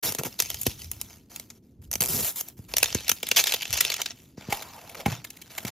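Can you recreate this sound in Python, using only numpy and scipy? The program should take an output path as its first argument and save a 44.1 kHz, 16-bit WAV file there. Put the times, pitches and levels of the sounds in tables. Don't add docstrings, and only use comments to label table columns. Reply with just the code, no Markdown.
import sys
import numpy as np
from scipy import signal
from scipy.fft import rfft, irfft, next_fast_len
from scipy.io import wavfile
from scipy.ndimage import uniform_filter1d, map_coordinates

SR = 44100
rng = np.random.default_rng(int(sys.argv[2]) if len(sys.argv) > 2 else 0)


def wav_out(sig):
    wavfile.write(sys.argv[1], SR, np.round(np.clip(np.atleast_2d(sig).T, -1, 1) * 32767).astype(np.int16))


N = 254324

# (frequency [Hz], relative level [dB])
SHELL_COLOUR = [(150, -39.5), (330, -1.5), (500, -2), (650, 3.5), (790, 3), (950, -0.5), (1300, -0.5),
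                (1650, -2.5), (2500, 0)]
LOOSE_COLOUR = [(900, -42.5), (1500, -12.5), (2000, -5.5), (2700, 1), (4000, -1), (5000, -1), (6400, -0.5),
                (7100, -0.5), (8500, -6.5)]
TAUT_COLOUR = [(900, -46.5), (1550, -24), (2100, -6), (3100, -2.5), (4100, -3), (5200, -0.5), (6500, 1.5),
               (7200, -9), (8500, -2)]
FIZZ_COLOUR = [(5500, -26), (7000, 3), (9000, 0.5), (11000, 3.5), (13500, 2.5), (15300, 5), (16200, -15.5),
               (17000, -31.5)]
# (time [s], slack [0-1])
FILM_SLACK = [(2.4, 0.1), (2.75, 0.96)]
TICK_T60 = .011
LEAD_S = .002


def amp(db):
    return 10 ** (np.asarray(db) / 20)


def unit(x):
    return x / np.sqrt(np.mean(x ** 2) + 1e-20)


def along(points, hz):
    f, v = np.transpose(points)
    return np.interp(np.log(hz + 1), np.log(f + 1), v)


def colour(points, hz):
    gain = amp(along(points, hz)) / (1 + (hz / points[-1][0]) ** 8)
    return gain * (hz > points[0][0] / 2)


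def filtered(x, response):
    n = x.shape[-1]
    m = next_fast_len(n + 2048)
    return irfft(rfft(x, m) * response(np.fft.rfftfreq(m, 1 / SR)), m)[..., :n]


def curves(rows):
    s, *cols = np.transpose(rows)
    return [np.interp(np.arange(N) / SR, s, c) for c in cols]


def by_slack(pair, s):
    return np.interp(s, [FILM_SLACK[0][0], FILM_SLACK[-1][0]], pair)


def add(track, s, sound):
    part = track[max(round(s * SR), 0):][:len(sound)]
    part += sound[:len(part)]


def at_level(x, db):
    window_s = .01
    return x * amp(db) * np.sqrt(window_s * SR / (np.sum(x ** 2) + 1e-20))


def wobble(rate):
    knots = rng.standard_normal(int(N * rate / SR) + 4)
    return map_coordinates(knots, [np.arange(N) * rate / SR], order=2)


def stroke(s, length, dying, db, attack):
    t = np.arange(N) / SR - s
    return amp(db - 60 * np.maximum(t - length, 0) / dying) * np.clip(t / attack, 0, 1)


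def strokes(rows):
    return np.sqrt(sum(stroke(*row, attack=0.007) ** 2 for row in rows))


def ringing(kicks, t60):
    keep = amp(-120 / (t60 * SR))
    energy = signal.lfilter([1], [1, -keep], kicks ** 2)
    return np.sqrt(np.abs(energy))


def crackle(envelope, spectrum):
    noise = envelope * rng.standard_normal(N)
    return unit(filtered(noise, lambda hz: colour(spectrum, hz)))


def shifting(x):
    z = signal.stft(x, nperseg=256)[2]
    field = uniform_filter1d(rng.standard_normal(z.shape), 3, 0)
    field = uniform_filter1d(field, 7, 1)
    return unit(signal.istft(z * amp(3.5 * unit(field)), nperseg=256)[1][:N])


def film(envelope):
    slack = curves(FILM_SLACK)[0]
    taut = np.sqrt(1 - slack) * crackle(envelope, TAUT_COLOUR)
    return taut + np.sqrt(slack) * crackle(envelope, LOOSE_COLOUR)


def room_tone(level_db=-56, side_db=-22):
    # (frequency [Hz], relative level [dB])
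    murmur_colour = [(20, -24), (70, -1), (250, -2), (380, -9), (600, -24), (1300, -42), (15000, -52)]
    mid = crackle(1, murmur_colour)
    side = amp(side_db) * crackle(1, murmur_colour)
    return amp(level_db) * np.array([mid + side, mid - side])


def rips(jitter=0.18, scatter_db=1.5, attack_s=0.0039):
    # (time [s], length [s], dying away [s], level [dB], brightness [dB], shell [dB],
    #  tug on the ball [dB], rate [bridges/s])
    pulls = [(0.025, 0.067, 0.12, -32, 3, -7.5, -6.5, 430),
             (0.182, .014, 0.043, -33.5, 2.5, -2.5, -0.5, 310), (0.245, 0.021, .07, -37, 3, -3, -1, 450),
             (2.006, 0.01, 0.31, -30, 7.5, -6.5, -4.5, 130), (2.082, 0.13, 0.13, -36, 7.5, -8.5, -2, 430),
             (2.223, 0.071, 0.12, -37, 9, -6, -22, 490), (2.357, 0.046, 0.053, -41, 8, -10, -32.5, 920),
             (3.359, .04, 0.083, -18, -4, -14, -31, 380)]
    # (frequency [Hz], relative level [dB])
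    tug_colour = [(25, -20), (50, -43), (80, -2.5), (160, 2), (300, -4), (500, -5.5), (1000, -46.5)]
    power = np.zeros((4, N))
    for s, length, dying, db, bright_db, shell_db, tug_db, rate in pulls:
        slips = np.arange(s, s + length + dying, 1 / rate)
        early, size = rng.standard_normal((1000, 2))[:len(slips)].T
        at = np.clip((slips + jitter * early / rate) * SR, 0, N - 1).astype(int)
        ticks = ringing(np.bincount(at, amp(scatter_db * size), N), TICK_T60)
        duty = (length + dying) * SR / N
        pull = unit(ticks) * stroke(s, length, dying, db, attack_s)
        layer_gains = amp([tug_db, shell_db, 0, bright_db])
        power += duty * np.outer(layer_gains, pull) ** 2
    tug, shell, sheet, fizz = np.sqrt(power)
    layers = [crackle(tug, tug_colour), crackle(shell, SHELL_COLOUR),
              shifting(film(sheet)), crackle(fizz, FIZZ_COLOUR)]
    return np.sqrt(power.mean(axis=1)) @ np.array(layers)


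def creases(rate, hiss, spread_db):
    sizes = amp(spread_db * np.minimum(rng.exponential(size=N), 3.5))
    kicks = (rng.random(N) < rate / SR) * sizes
    return np.hypot(unit(ringing(kicks, TICK_T60)), hiss)


def voiced(envelope, rows, shell_db, sheet_db):
    level = strokes([row[:-1] for row in rows])
    fizz_level = strokes([(s, length, dying, db + bright_db) for s, length, dying, db, bright_db in rows])
    shell = crackle(envelope, SHELL_COLOUR)
    sheet = shifting(film(envelope))
    fizz = crackle(envelope, FIZZ_COLOUR)
    shell_gain = amp(by_slack(shell_db, np.arange(N) / SR))
    return level * (shell_gain * shell + amp(sheet_db) * sheet) + fizz_level * fizz


def rustle():
    # (time [s], length [s], dying away [s], level [dB], brightness [dB])
    rub_rows = [(0.113, 0.16, 0.92, -51.5, 0.5), (0.906, 0.22, 0.44, -55.5, -1),
                (1.295, 0.087, 0.33, -51.5, -1), (1.483, 0.096, .05, -63, -1), (1.621, 0.055, .6, -77.5, 1),
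                (1.813, 0.036, 0.18, -65.5, 3.5), (1.906, 0.12, 0.078, -56.5, -4.5),
                (2.325, 0.17, 0.15, -54.5, 0), (2.566, 0.018, 0.58, -61.5, 4.5), (2.681, 0.048, .2, -51, 1),
                (3.984, 0.023, 0.065, -38, -9), (4.144, 0.11, 0.39, -67, 5), (4.37, 0.3, 0.15, -51, -10),
                (4.498, 0.052, 0.29, -39, -1.5), (4.604, 0.31, 0.35, -53, -2),
                (4.965, 0.045, 0.15, -45.5, -4.5), (5.052, 0.076, 0.3, -40, -7),
                (5.244, 0.41, .2, -61, -1.5), (5.496, 0.13, 0.3, -52, 0.5),
                (5.661, 0.026, 0.15, -40.5, -1.5)]
    # (time [s], length [s], dying away [s], level [dB], brightness [dB])
    crumple_rows = [(0.384, .03, 0.32, -36.5, -5), (0.449, 0.12, .15, -43.5, -3),
                    (0.581, 0.054, 0.18, -45, 4.5), (0.652, 0.02, .5, -38.5, -4.5),
                    (0.784, 0.059, 0.31, -46, -1), (2.758, .21, 0.95, -39, -7.5),
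                    (3.062, 0.019, 0.23, -38.5, -12), (3.236, 0.22, 0.54, -42, -16),
                    (3.453, 0.041, 0.42, -28.5, -7.5), (3.599, 0.18, 0.45, -43, -7),
                    (3.742, 0.11, 0.71, -32, -12), (3.909, 0.016, 0.31, -38, -10.5),
                    (4.052, 0.067, 0.012, -44, -14)]
    crumple_ticks = creases(rate=480, hiss=0.77, spread_db=5)
    crumple = voiced(crumple_ticks, crumple_rows, shell_db=(-14.5, -12.5), sheet_db=0.0)
    rub_ticks = creases(rate=560, hiss=0.95, spread_db=5.5)
    rub = voiced(rub_ticks, rub_rows, shell_db=(-7, -2.5), sheet_db=-0.5)
    return crumple + rub


def buckle(length, sheet, fold_hz, shell_db, crack_db, fizz_db, t60=0.014, fizz_t60=0.01,
           follow_rate=900, scatter_db=5, last=0.92, fold_db=11, fold_width=0.067):
    n, lead = SR // 20, round(LEAD_S * SR)
    t = (np.arange(n) - lead) / SR
    kicks = (rng.random(n) < follow_rate / SR) * (t > 0) * (t < length)
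    kicks = kicks * amp(scatter_db * rng.standard_normal(n))
    kicks[lead] = 1
    kicks[lead + int(np.clip(length * SR, 1, n // 2))] = last
    burst = ringing(kicks, t60) * rng.standard_normal(n)

    def fold(hz):
        return amp(fold_db / (1 + ((hz / fold_hz - 1) / fold_width) ** 2))

    snap = at_level(filtered(burst, lambda hz: colour(SHELL_COLOUR, hz)), shell_db)
    snap += at_level(filtered(burst, lambda hz: colour(sheet, hz) * fold(hz)), crack_db)
    spark = ringing(kicks, fizz_t60) * rng.standard_normal(n)
    return snap + at_level(filtered(spark, lambda hz: colour(FIZZ_COLOUR, hz)), fizz_db)


def snaps():
    # (time [s], length [s], fold resonance [Hz], level [dB], brightness [dB])
    buckle_rows = [(0.122, .002, 6800, -36.5, 5), (0.149, 0.00028, 7200, -34, 1),
                   (0.2347, 0.00052, 2700, -36, 1.5), (0.391, .003, 4100, -34, 2),
                   (0.4004, 0.0026, 5600, -22.5, 1.5), (0.4221, 0.00087, 5500, -33, 4.5),
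                   (0.451, 0.00055, 3130, -44, -9), (0.502, 0.0016, 3160, -32, 2),
                   (0.544, 0.0003, 2860, -35.5, 0.5), (0.6137, 0.0035, 7000, -43.5, 15.5),
                   (0.633, .0003, 7000, -47.5, 15), (0.6664, 0.0039, 3100, -26, 3.5),
                   (0.915, 0.00057, 7100, -39.5, 10.5), (1.014, 0.00015, 5200, -36.5, 6),
                   (1.3613, 0.00062, 2580, -42.5, 4), (1.3976, .0004, 7700, -41, 2),
                   (1.502, 0.005, 7160, -44, -4), (1.9145, 0.00036, 6000, -35.5, 5.5),
                   (1.9296, .0002, 6300, -33, 2), (1.938, 0.00014, 6310, -31, 1),
                   (1.955, 0.00067, 6270, -29, -1), (2.0056, 0.0023, 6200, -26.5, -1),
                   (2.404, 0.0067, 6540, -33.5, 5.5), (2.4853, .0012, 5900, -47, 7.5),
                   (2.7384, 0.00015, 2050, -29, -8), (2.7668, .003, 5920, -21.5, -1.5),
                   (2.783, 0.00027, 5400, -26, 3.5), (2.829, 0.0027, 2550, -18.5, -2.5),
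                   (2.842, 0.00039, 6640, -24, -7), (2.858, .0004, 3540, -29, -9),
                   (2.927, .0002, 5400, -33, -14.5), (2.9468, 0.002, 6400, -24.5, -4.5),
                   (3.0808, .001, 5940, -30, -1), (3.0939, 0.0031, 5800, -19.5, 0.5),
                   (3.116, 0.001, 5900, -22, -2.5), (3.2298, .0022, 3424, -30, -2),
                   (3.269, 0.00059, 3300, -41, 5), (3.2883, .0006, 6450, -36, 6.5),
                   (3.314, 0.0051, 2680, -18.5, -8), (3.44, 0.00049, 3630, -25.5, -0.5),
                   (3.47, 0.0089, 3650, -24, -3), (3.522, 0.00037, 2460, -24.5, -4),
                   (3.5387, .0066, 3500, -23, -2), (3.621, 0.00051, 2520, -34, -3),
                   (3.6313, .0004, 2310, -36.5, -1), (3.654, .001, 2700, -33, -14.5),
                   (3.706, .0004, 3470, -36.5, -4), (3.7283, 0.015, 5850, -23.5, -1),
                   (3.771, .0052, 6440, -27, -3), (3.806, 0.0047, 1950, -21.5, 3.5),
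                   (3.85, .0002, 3500, -25.5, -5.5), (3.901, 0.0014, 4400, -26, -7.5),
                   (3.918, .005, 2250, -29, -7.5), (3.941, 0.00077, 6600, -29, -4.5),
                   (3.966, 0.00033, 5550, -37.5, 0), (4.017, 0.0014, 5900, -27, -4),
                   (4.059, 0.0044, 3880, -28, -8.5), (4.106, 0.0013, 5700, -37, -38)]
    shell_share_db = (-12.5, -14.5)
    out = np.zeros(N)
    for s, length, fold_hz, db, bright_db in buckle_rows:
        sheet = TAUT_COLOUR if s < FILM_SLACK[-1][0] else LOOSE_COLOUR
        shell_db = db + by_slack(shell_share_db, s)
        add(out, s - LEAD_S, buckle(length, sheet, fold_hz, shell_db, db, db + bright_db))
    return out


def thumps(boom_db=-7, boom_t60=0.26, boom_hz=140, lowest_hz=56):
    # (time [s], level [dB], centre frequency [Hz])
    jolts = [(0.122, -42, 500), (0.149, -37.5, 411), (0.212, -35.5, 404), (0.235, -37, 550),
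             (0.267, -37, 450), (0.665, -24, 285), (0.673, -27, 81), (1.956, -40, 187),
             (2.006, -35.5, 169.5), (2.231, -40, 85), (2.591, -37.5, 100), (2.739, -36, 800),
             (2.828, -29.5, 600), (2.95, -24.5, 217), (2.952, -30.5, 85), (3.095, -41.5, 550),
             (3.117, -41, 200), (3.232, -36.5, 464), (3.317, -36.5, 355), (3.541, -32.5, 600),
             (4.378, -37, 179), (4.485, -30.5, 148), (5.061, -18.5, 170), (5.08, -27.5, 150.3),
             (5.117, -37.5, 154), (5.648, -30.5, 165)]
    open_s = 5.05
    out, n = np.zeros(N), SR // 10
    fade = amp(-60 * np.arange(SR // 2) / SR / boom_t60)
    for s, db, centre_hz in jolts:
        def dull(hz):
            hump = (hz / centre_hz) ** 2 / (1 + (hz / centre_hz) ** 4.2)
            low_cut = hz ** 3 / (hz ** 3 + lowest_hz ** 3)
            return hump * low_cut / (1 + (hz / 1200) ** 8)

        push = filtered(signal.unit_impulse(n, n // 2), dull)
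        add(out, s - n / 2 / SR, at_level(push, db))
        if s > open_s:
            noise = rng.standard_normal(len(fade))
            boom = fade * filtered(noise, lambda hz: 1 / (1 + ((hz - boom_hz) / 35) ** 4))
            add(out, s, at_level(boom, db + boom_db))
    return out


def grip():
    # (time [s], length [s], dying away [s], level [dB])
    rolls = [(0.4, 0.24, .5, -51.5), (0.74, 0.17, 1.2, -48), (1.75, .48, 0.16, -48.5),
             (2.55, .57, 0.16, -52.5), (3.68, 0.06, 0.36, -43)]
    # (frequency [Hz], relative level [dB])
    palm_colour = [(30, -24.5), (55, 1), (90, 1), (200, -10.5)]
    return strokes(rolls) * crackle(1, palm_colour)


def seam():
    # (time [s], level [dB], resonance [Hz])
    rub_line = [(4.49, -41.5, 782.5), (4.55, -47.5, 860), (4.66, -52, 953), (4.8, -51, 867),
                (4.92, -54, 723), (5.03, -45.5, 585), (5.06, -74, 582)]
    db, hz = curves(rub_line)
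    rub = filtered(rng.standard_normal((2, N)), lambda f: 1 / (1 + (f / 210) ** 2))
    turn = 2 * np.pi * np.cumsum(hz * (1 + .1 * wobble(25))) / SR
    band = rub[0] * np.cos(turn) + rub[1] * np.sin(turn)
    slips = amp(4 * wobble(70))
    t = np.arange(N) / SR
    rubbing = (t > rub_line[0][0]) * (t < rub_line[-1][0])
    return amp(db) * unit(slips * band) * rubbing


def pops(length_s=0.0066, fold_hz=2160, fizz_db=0.5):
    # (time [s], click level [dB], hollow knock level [dB])
    slips = [(4.5242, -30.5, -33), (4.623, -40.5, -46), (4.893, -46, -69), (4.947, -44.5, -42),
             (5.0003, -45, -48), (5.0596, -33.5, -32.5), (5.1188, -42.5, -41), (5.2433, -39.5, -47.5),
             (5.302, -43, -69), (5.366, -49.5, -79), (5.416, -45, -66.5), (5.579, -33.5, -39.5),
             (5.650, -37.5, -42), (5.677, -38.5, -48)]
    # (frequency [Hz], relative level [dB], time to fall by 60 dB [s])
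    shell_modes = [(380, -27, 0.022), (807, 6.5, 0.062), (1025, -12, 0.079), (2150, -15, 0.017),
                   (2212, 3.5, 0.012)]
    hard_knock_db, ring_db, ring_grows = -32, -20.5, 3.3
    out, t = np.zeros(N), np.arange(SR // 2) / SR
    for s, click_db, knock_db in slips:
        ring = np.zeros(len(t))
        for hz, level, t60 in shell_modes:
            mode_db = level + rng.normal(0, 0.28)
            ring += amp(mode_db - 60 * t / t60) * np.sin(2 * np.pi * hz * t)
        add(out, s, amp(ring_db + ring_grows * (knock_db - hard_knock_db)) * ring)
        click = buckle(length_s, LOOSE_COLOUR, fold_hz, knock_db, click_db, click_db + fizz_db)
        add(out, s - LEAD_S, click)
    return out


def spread(x):
    side = filtered(x * wobble(200), lambda hz: .27j * hz / (hz + 500))
    return np.array([x + side, x - side])


def room(x, wet_db=-17, table_db=-16, table_t60=.035):
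    # (frequency [Hz], time [s])
    wall_t60 = [(150, 0.3), (5000, 0.097), (15000, 0.32)]
    hz, t, z = signal.stft(rng.standard_normal((2, SR // 2)), SR, nperseg=256)
    decay = amp(-60 * t / along(wall_t60, hz)[:, None])
    tail = signal.istft(z * decay, SR, nperseg=256)[1]
    table_decay = amp(-60 * np.arange(tail.shape[1]) / SR / table_t60)
    near = rng.standard_normal(tail.shape) * table_decay
    answer = amp(wet_db) * tail / np.linalg.norm(tail[0])
    answer += amp(table_db) * near / np.linalg.norm(near[0])
    side = filtered(answer[1], lambda hz: hz / (hz + 300))
    echoes = np.array([answer[0] + side, answer[0] - side])
    delayed = np.pad(x, (SR // 500, 0))[None]
    return signal.fftconvolve(delayed, echoes, axes=1)[:, :N]


def scene():
    hands = snaps() + rips() + rustle() + thumps() + grip() + seam() + pops()
    return spread(hands) + room(hands) + room_tone()


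def record(dry, bass_lag_cycles=1.15, top_hz=16700):
    # (frequency [Hz], phase [radians])
    port_phase = [(100, 0), (1200, -.1), (3000, .2), (6200, .3), (7000, 1.2), (8000, 2.7), (9500, 3.5),
                  (11500, 5.7), (13300, 6.6), (15500, 9.1)]

    def ports(hz):
        return np.exp(.5j * along(port_phase, hz) * np.array([[1], [-1]]))

    def lag(hz):
        return np.exp(-2j * np.pi * bass_lag_cycles * (np.log(hz + 20) - hz / 4000))

    running = np.interp(np.arange(N) / SR, [.025, .031, 5.688, 5.705], [0, 1, 1, 0])
    heard = filtered(dry, lambda hz: ports(hz) * lag(hz)) * running
    return filtered(heard, lambda hz: hz < top_hz)


dry = scene()
out = record(dry)
wav_out(out)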